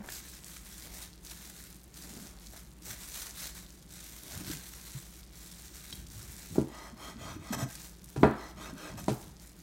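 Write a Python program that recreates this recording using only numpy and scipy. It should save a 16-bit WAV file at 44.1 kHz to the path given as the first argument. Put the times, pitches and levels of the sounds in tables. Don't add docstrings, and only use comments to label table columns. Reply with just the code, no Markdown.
import sys
import numpy as np
from scipy import signal
from scipy.fft import rfft, irfft, next_fast_len
from scipy.io import wavfile
from scipy.ndimage import uniform_filter1d, map_coordinates

SR = 44100
rng = np.random.default_rng(int(sys.argv[2]) if len(sys.argv) > 2 else 0)


def put_to_file(sound):
    columns = np.atleast_2d(sound).T
    safe = np.clip(columns, -1, 1)
    whole_steps = np.round(safe * 32767)
    wavfile.write(sys.argv[1], SR, whole_steps.astype(np.int16))


N = 424241


def gloves():
    # frequency in Hz, relative level in dB.
    plastic_colour = [(260, -22), (450, -7), (800, -8.5), (1200, -6.5), (1550, -4), (2250, -3.5),
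                      (2900, -7.5), (3950, -1), (4900, -4.5), (6000, -0.5), (9200, -1.5), (10400, -6.5),
                      (11400, -2.5), (15800, -6)]
    motion = hand_motion()
    crinkle = creases(rate=3600 * np.sqrt(unit(motion)), spread_db=2.5, cycles=0.4)
    sliding = amp(-1.5) * rng.standard_normal(N)
    flutter = amp(0.91 * wobble(60) + 1.95 * wobble(260))
    rustle = coloured(shimmer(crinkle + sliding, depth_db=1.34), plastic_colour)
    return amp(-1.5) * motion * flutter * rustle


def hand_motion():
    # start in seconds, length in seconds, relative level in dB.
    moves = [(0.0, 0.06, -55), (0.049, 0.13, -45.5), (0.198, 0.16, -50.5), (0.388, 0.18, -50.5),
             (0.598, 0.28, -50.5), (0.89, 0.14, -48.5), (1.2, 0.13, -49.5), (1.339, 0.16, -51),
             (1.488, 0.21, -53.5), (1.904, 0.37, -51.5), (2.369, 0.1, -55), (2.486, 0.087, -51.5),
             (2.81, 0.1, -43), (2.949, 0.15, -48.5), (3.085, 0.18, -43), (3.321, 0.145, -42.5),
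             (3.51, 0.075, -48), (3.64, 0.14, -61), (3.86, 0.41, -51), (4.249, 0.16, -46.5),
             (4.411, 0.13, -43.5), (4.54, 0.45, -50), (4.983, 0.23, -56), (5.291, 0.39, -53),
             (5.678, 0.29, -51), (6.062, 0.5, -51), (7.644, 0.22, -51), (8.039, 0.2, -57),
             (8.956, 0.28, -54.5), (9.375, 0.06, -54), (9.532, 0.083, -60.5)]
    rise_s, settle_s = 0.076, 0.36
    resting_db, cutting_hand_db = -66, -12
    t = np.arange(N) / SR
    power = amp(resting_db) ** 2 + (amp(cutting_hand_db) * blade_friction()) ** 2
    for start, length, db in moves:
        age = t[:int((length + settle_s) * SR)]
        rise = np.sin(np.pi / 2 * np.minimum(age / rise_s, 1)) ** 2
        settle = amp(-60 * np.maximum(age - length, 0) / settle_s)
        add(power, start, (amp(db) * rise * settle) ** 2)
    fidget = amp(0.68 * wobble(45))
    return np.sqrt(power) * fidget


def creases(rate, spread_db, cycles):
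    starts = np.flatnonzero(rng.random(N) < rate / SR)
    drift = wobble(9)[starts]
    pitch, size, phase = rng.random((len(starts), 3)).T
    hz = np.clip(700 + 15500 * pitch ** (1.26 * np.exp(0.15 * drift)), 500, SR / 2)[:, None]
    gain = amp(spread_db * np.minimum(-np.log(1 - size), 4))[:, None]
    samples = np.arange(96)
    turns = hz * samples / SR
    waves = gain * np.sqrt(hz) * np.exp(-turns / cycles) * np.sin(2 * np.pi * (turns + phase[:, None]))
    positions = starts[:, None] + samples
    return unit(np.bincount(positions.ravel(), waves.ravel(), N)[:N])


def knocks():
    # start in seconds, thud level in dB, thud pitch in Hz, clack level in dB,
    # frequency in Hz above which the clack is dulled, crunch level in dB.
    blows = [(6.556, -42.5, 298.5, -44.5, 1500, -69), (6.581, -22.5, 302.2, -35, 780, -53.5),
             (8.161, -43, 296, -43.5, 1820, -54.5), (8.231, -16.5, 300, -20, 1780, -51),
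             (9.081, -28, 254.5, -31, 940, -43)]
    # pitch in Hz, relative level in dB, seconds to fade by 60 dB.
    board_notes = [(77.4, -2.5, 0.19), (135, 3.5, 0.235), (208.7, 3.5, 0.2), (237, -14, 0.19),
                   (269, -8, 0.14), (311, -3, 0.22), (347, -5.5, 0.29), (427, -1, 0.2), (534, -13.5, 0.24),
                   (635, 5.5, 0.058), (780, -8, 0.12), (833, -12, 0.1), (969, -8.5, 0.14),
                   (1064, -21, 0.16), (1190, -19, 0.26), (1320, -30.5, 1.0), (1380, -11, 0.19),
                   (1447, -21, 0.25), (1630, -20, 0.24), (1770, -15, 0.11), (1960, -19, 0.14),
                   (2540, -16.5, 0.18)]
    # frequency in Hz, relative level in dB.
    push_colour = [(40, -45), (120, -7), (220, 16.5), (380, 4.5), (550, -13.5), (850, -11), (1250, -19),
                   (1800, -20), (2800, -30), (4200, -23), (8000, -49), (16000, -70)]
    crunch_colour = [(1000, 4), (2200, 8), (4200, 7), (6500, 6.5), (10000, 2), (16000, -28)]
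    out, t = np.zeros(N), np.arange(SR // 2) / SR
    push = pulse(push_colour, size=len(t))
    hz, note_db, fade_s = np.transpose(board_notes)[:, :, None]
    signs = (-1) ** np.arange(len(board_notes))[:, None]
    at_level = lambda x, db: amp(db) * x / np.std(x[:SR // 40])
    for start, thud_db, thud_hz, clack_db, dull_hz, crunch_db in blows:
        strength = signs * amp(note_db + rng.standard_normal(hz.shape) - 60 * t / fade_s)
        ring = np.sum(strength * np.sin(2 * np.pi * hz * t), axis=0) * (1 - np.exp(-t / 0.0069))
        echo = signal.fftconvolve(push, room_echo(len(t)))[:len(t)]
        give = np.sin(2 * np.pi * thud_hz * t) * t / 0.0017 * np.exp(1 - t / 0.0018)
        thud = give + amp(-15) * ring + amp(-11.5) * echo
        thud = cut(cut(thud, 660, "lowpass", order=4), 43, "highpass", order=3)
        landing = rng.standard_normal(len(t)) * t * np.exp(-t / 0.002)
        clatter = signal.fftconvolve(push, landing / np.linalg.norm(landing))[:len(t)]
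        clack = amp(-8.5) * push + amp(-16) * ring + amp(2) * clatter + amp(-2.5) * echo
        clack = cut(cut(clack, 550, "highpass", order=4), dull_hz, "lowpass", order=2)
        fibres = coloured(grains(3400, spread_db=4, size=len(t)), crunch_colour)
        crunch = fibres * amp(-60 * t / 0.2) * (1 - np.exp(-t / 0.002))
        add(out, start, at_level(thud, thud_db) + at_level(clack, clack_db) + at_level(crunch, crunch_db))
    return out


def sawing():
    # frequency in Hz, relative level in dB.
    meat_colour = [(180, -55), (300, 0.5), (490, -6), (627, 4), (714, -5.5), (1190, -7.5), (2210, -13.5),
                   (2600, -23), (2820, -18.5), (4180, -14.5), (4770, -24), (6510, -20.5), (15000, -34)]
    tearing = shimmer(grains(4000, spread_db=1), depth_db=1.6)
    lag_samples = SR * 0.00081 * (1 + 0.29 * wobble(5))
    bounced = map_coordinates(tearing, [np.arange(N) - lag_samples])
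    rasp = through_blade(tearing + 0.4 * bounced, plain_db=2)
    return amp(2) * blade_friction() * coloured(rasp, meat_colour)


def blade_friction():
    # start in seconds, length in seconds, relative level in dB.
    strokes = [(6.665, 0.28, -51.5), (6.961, 0.19, -48.5), (7.17, 0.21, -48), (7.39, 0.27, -50.5),
               (8.35, 0.19, -52), (8.558, 0.175, -48), (8.748, 0.2, -48)]
    friction = np.zeros(N)
    for start, length, db in strokes:
        speed = signal.windows.cosine(int(length * SR))
        add(friction, start, amp(db) * speed ** 0.8)
    return friction


def through_blade(x, plain_db):
    # pitch in Hz, width in Hz, gain in dB.
    blade_notes = [(1254, 24, 7), (1620, 94, 3), (1970, 67, 5), (2570, 97, 13.5), (3180, 76, 8),
                   (4310, 213, -1), (5280, 240, 10), (5940, 72, 12.5), (6670, 220, 6), (7900, 77, -26),
                   (7900, 200, 8), (9540, 240, 6.5), (12100, 170, 11), (13900, 140, 10)]

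    def ringing(hz):
        return sum(amp(db) * 1j * hz * width / (pitch ** 2 - hz ** 2 + 1j * hz * width)
                   for pitch, width, db in blade_notes)
    return filtered(x, lambda hz: ringing(hz) + amp(plain_db))


def scrapes():
    # start in seconds, length in seconds, level in dB.
    drags = [(7.519, 0.04, -35.5), (7.572, 0.085, -41), (8.966, 0.053, -46)]
    # frequency in Hz, relative level in dB.
    wood_colour = [(210, -30), (350, -18), (640, 6), (1000, -1), (1400, -5.5), (2000, -8.5), (2600, -19),
                   (3900, -9), (4700, -19.5), (5900, -12), (8000, -12.5), (10500, -20), (11700, -14),
                   (15800, -31)]
    slips = grains(2500, spread_db=3) + 0.7 * rng.standard_normal(N)
    singing = through_blade(through_blade(slips, plain_db=9), plain_db=8)
    return swells(drags, taper=0.57) * coloured(singing, wood_colour)


def snaps():
    # start in
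    # seconds, relative level in dB, pitch in Hz.
    ticks = [(0.088, -30, 1720), (0.566, -34.5, 1660), (0.78, -32, 7810), (1.297, -35, 5010),
             (1.313, -33, 3500), (1.84, -41, 8590), (1.9415, -37.5, 5570), (1.9699, -34, 6150),
             (2.0222, -33, 5760), (2.733, -48, 8820), (2.822, -36, 5700), (3.8257, -38.5, 5375),
             (5.388, -41, 10980), (5.925, -34, 4200), (6.0677, -36.5, 5230), (6.3919, -33, 8300),
             (7.7533, -30.5, 5574), (7.817, -35, 5386), (8.0422, -35, 9010), (8.088, -39, 7490)]
    out, t = np.zeros(N), np.arange(SR // 20) / SR
    for start, db, hz in ticks:
        burst = rng.standard_normal(len(t)) * amp(-60 * t / 0.022)
        tick = band(band(burst, hz, octaves=0.9), hz, octaves=3.4)
        add(out, start, amp(db - 3) * tick / np.abs(tick).max())
    return out


def bumps():
    # start in seconds, relative level in
    # dB, pitch in Hz.
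    nudges = [(0.0, -36.5, 205), (2.2, -44, 202.3), (2.892, -43, 110.1), (4.351, -40.5, 91),
              (4.411, -40, 284), (4.497, -30, 305), (4.947, -33, 136.4), (6.159, -40, 106.3),
              (6.928, -39, 225), (7.156, -39, 228), (7.362, -35, 307), (7.504, -26, 227),
              (7.621, -26.5, 133), (8.175, -30, 139.4), (8.728, -36, 264), (9.108, -26.5, 130)]
    out, t = np.zeros(N), np.arange(SR // 5) / SR
    for start, db, hz in nudges:
        age = t * hz / 1.5
        add(out, start, amp(db - 3) * age * np.exp(1 - age) * np.sin(2 * np.pi * hz * t))
    return out


def board_rumble():
    # start in seconds, length in seconds, relative level in dB, pitch in Hz.
    presses = [(1.99, 0.33, -52, 280), (4.303, 0.33, -45.5, 140), (5.85, 0.55, -51, 71.85),
               (6.491, 0.11, -42, 129.7), (7.01, 0.25, -51.5, 260), (7.173, 0.31, -46, 74.6),
               (7.498, 0.206, -37.5, 230), (8.148, 0.17, -32.5, 160), (8.5, 0.33, -49.5, 190),
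               (8.868, 0.25, -45, 110), (9.204, 0.15, -50.5, 106)]
    # frequency in Hz, relative level in dB.
    rumble_colour = [(45, -13), (80, 1), (135, -1), (200, -1.5), (330, -6), (500, -15.5), (1000, -24),
                     (3000, -87)]
    out = np.zeros(N)
    rumble = coloured(grains(400, spread_db=-0.5), rumble_colour)
    for start, length, db, hz in presses:
        push = band(rumble[int(start * SR):][:int(length * SR)], hz, octaves=1.45)
        add(out, start, amp(db - 2) * unit(push) * signal.windows.tukey(len(push), 0.5))
    return out


def squelches():
    # start in seconds, length in seconds, level in dB.
    squeezes = [(0.0, 0.098, -52), (0.84, 0.19, -58.5), (2.02, 0.38, -61.5), (2.52, 0.069, -57),
                (2.86, 0.0864, -55), (4.22, 0.24, -57)]
    # frequency in Hz, relative level in dB.
    wet_colour = [(250, 6.5), (450, 0.5), (700, 3), (1000, -2), (2000, -6), (5000, -31)]
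    return swells(squeezes, taper=0.11) * coloured(grains(500, spread_db=1.5), wet_colour)


def peeling():
    # frequency in Hz, relative level in dB.
    peel_colour = [(1500, -15), (5000, 2), (11000, 0), (15800, -5.5)]
    ticks = coloured(creases(rate=320, spread_db=4, cycles=0.83), peel_colour)
    return amp(-59) * unit(hand_motion() ** 0.53) * ticks


def blade_tink():
    # pitch in Hz, relative level in dB, seconds to fade by 60 dB.
    steel_notes = [(3250, 2, 0.037), (3560, -12, 0.063), (3890, 5, 0.033), (4530, -6, 0.051),
                   (5450, -3, 0.042), (6200, -18, .1)]
    out, t = np.zeros(N), np.arange(SR // 4) / SR
    ring = sum(amp(db - 60 * t / fade_s) * np.sin(2 * np.pi * hz * t) for hz, db, fade_s in steel_notes)
    add(out, 5.927, amp(-39.5) * ring)
    return out


def room_echo(size):
    # frequency in Hz, seconds to fade by 60 dB.
    fade_times = [(100, 0.24), (400, 0.43), (1200, 0.59), (4000, 0.53), (14000, 0.29)]
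    hz, t, spectrum = signal.stft(rng.standard_normal(size), SR, nperseg=256)
    fade = amp(-60 * t / along(fade_times, hz)[:, None])
    tail = signal.istft(spectrum * fade, SR, nperseg=256)[1][:size]
    tail *= 1 - np.exp(-(np.arange(size) / SR / 0.0026) ** 2)
    return tail / np.linalg.norm(tail)


def kitchen_air():
    # pitch in Hz, level in dB.
    hum_tones = [(58.5, -57), (174, -66.5)]
    # frequency in Hz, relative level in dB.
    air_colour = [(20, -20), (32, -13.5), (44, 7), (62, 0.5), (85, -6.5), (115, -4.5), (190, 0), (250, -12),
                  (310, -5.5), (450, -17), (700, -20.5), (1220, -24), (4000, -30.5), (7000, -53),
                  (15800, -55)]
    t = np.arange(N) / SR
    hum = sum(amp(db) * np.sqrt(2) * np.sin(2 * np.pi * hz * t + 0.61 * wobble(5.5))
              for hz, db in hum_tones)
    return hum + amp(-55.5) * coloured(rng.standard_normal(N), air_colour)


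def amp(db):
    return 10 ** (np.asarray(db) / 20)


def unit(x):
    return x / np.sqrt(np.mean(x ** 2) + 1e-20)


def add(track, start_s, x):
    start = max(round(start_s * SR), 0)
    track[start:start + len(x)] += x[:N - start]


def swells(rows, taper):
    gain = np.zeros(N)
    for start, length, db in rows:
        add(gain, start, amp(db) * signal.windows.tukey(int(length * SR), taper))
    return gain


def wobble(rate):
    return map_coordinates(rng.standard_normal(int(N * rate / SR) + 4), [np.arange(N) * rate / SR])


def grains(rate, spread_db, size=N):
    strengths = amp(spread_db * np.minimum(rng.exponential(size=size), 4))
    return unit((rng.random(size) < rate / SR) * strengths * rng.choice([-1, 1], size))


def shimmer(x, depth_db):
    spectrum = signal.stft(x, nperseg=512)[2]
    patches = uniform_filter1d(rng.standard_normal(spectrum.shape), size=8, axis=0)
    patches = uniform_filter1d(patches, size=11, axis=1)
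    return signal.istft(spectrum * amp(depth_db * unit(patches)), nperseg=512)[1][:len(x)]


def along(points, hz):
    frequencies, values = np.transpose(points)
    return np.interp(np.log(hz + 1), np.log(frequencies + 1), values)


def filtered(x, response):
    size = next_fast_len(len(x) + 8192)
    return irfft(rfft(x, size) * response(np.fft.rfftfreq(size, 1 / SR)), size)[:len(x)]


def coloured(x, colour):
    return unit(filtered(x, lambda hz: amp(along(colour, hz))))


def pulse(colour, size):
    cepstrum = irfft(np.log(amp(along(colour, np.fft.rfftfreq(size, 1 / SR)))))
    cepstrum[1:size // 2] *= 2
    cepstrum[size // 2 + 1:] = 0
    click = irfft(np.exp(rfft(cepstrum)))
    return click / np.abs(click).max()


def cut(x, edge_hz, kind, order):
    return signal.sosfilt(signal.butter(order, edge_hz, kind, fs=SR, output="sos"), x)


def band(x, centre_hz, octaves):
    edges = np.clip([centre_hz / 2 ** (octaves / 2), centre_hz * 2 ** (octaves / 2)], 20, SR / 2 - 100)
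    return cut(x, edges, "bandpass", order=1)


def scene():
    near = gloves() + snaps() + peeling() + blade_tink() + sawing() + scrapes() + squelches() + bumps()
    echo = amp(-10.5) * signal.fftconvolve(near, room_echo(SR // 2))[:N]
    return (near + echo + knocks() + board_rumble() + kitchen_air())[None]


def record(dry):
    top_hz = 15900
    return np.array([filtered(channel, lambda hz: hz < top_hz) for channel in dry])


dry = scene()
out = record(dry)
put_to_file(out)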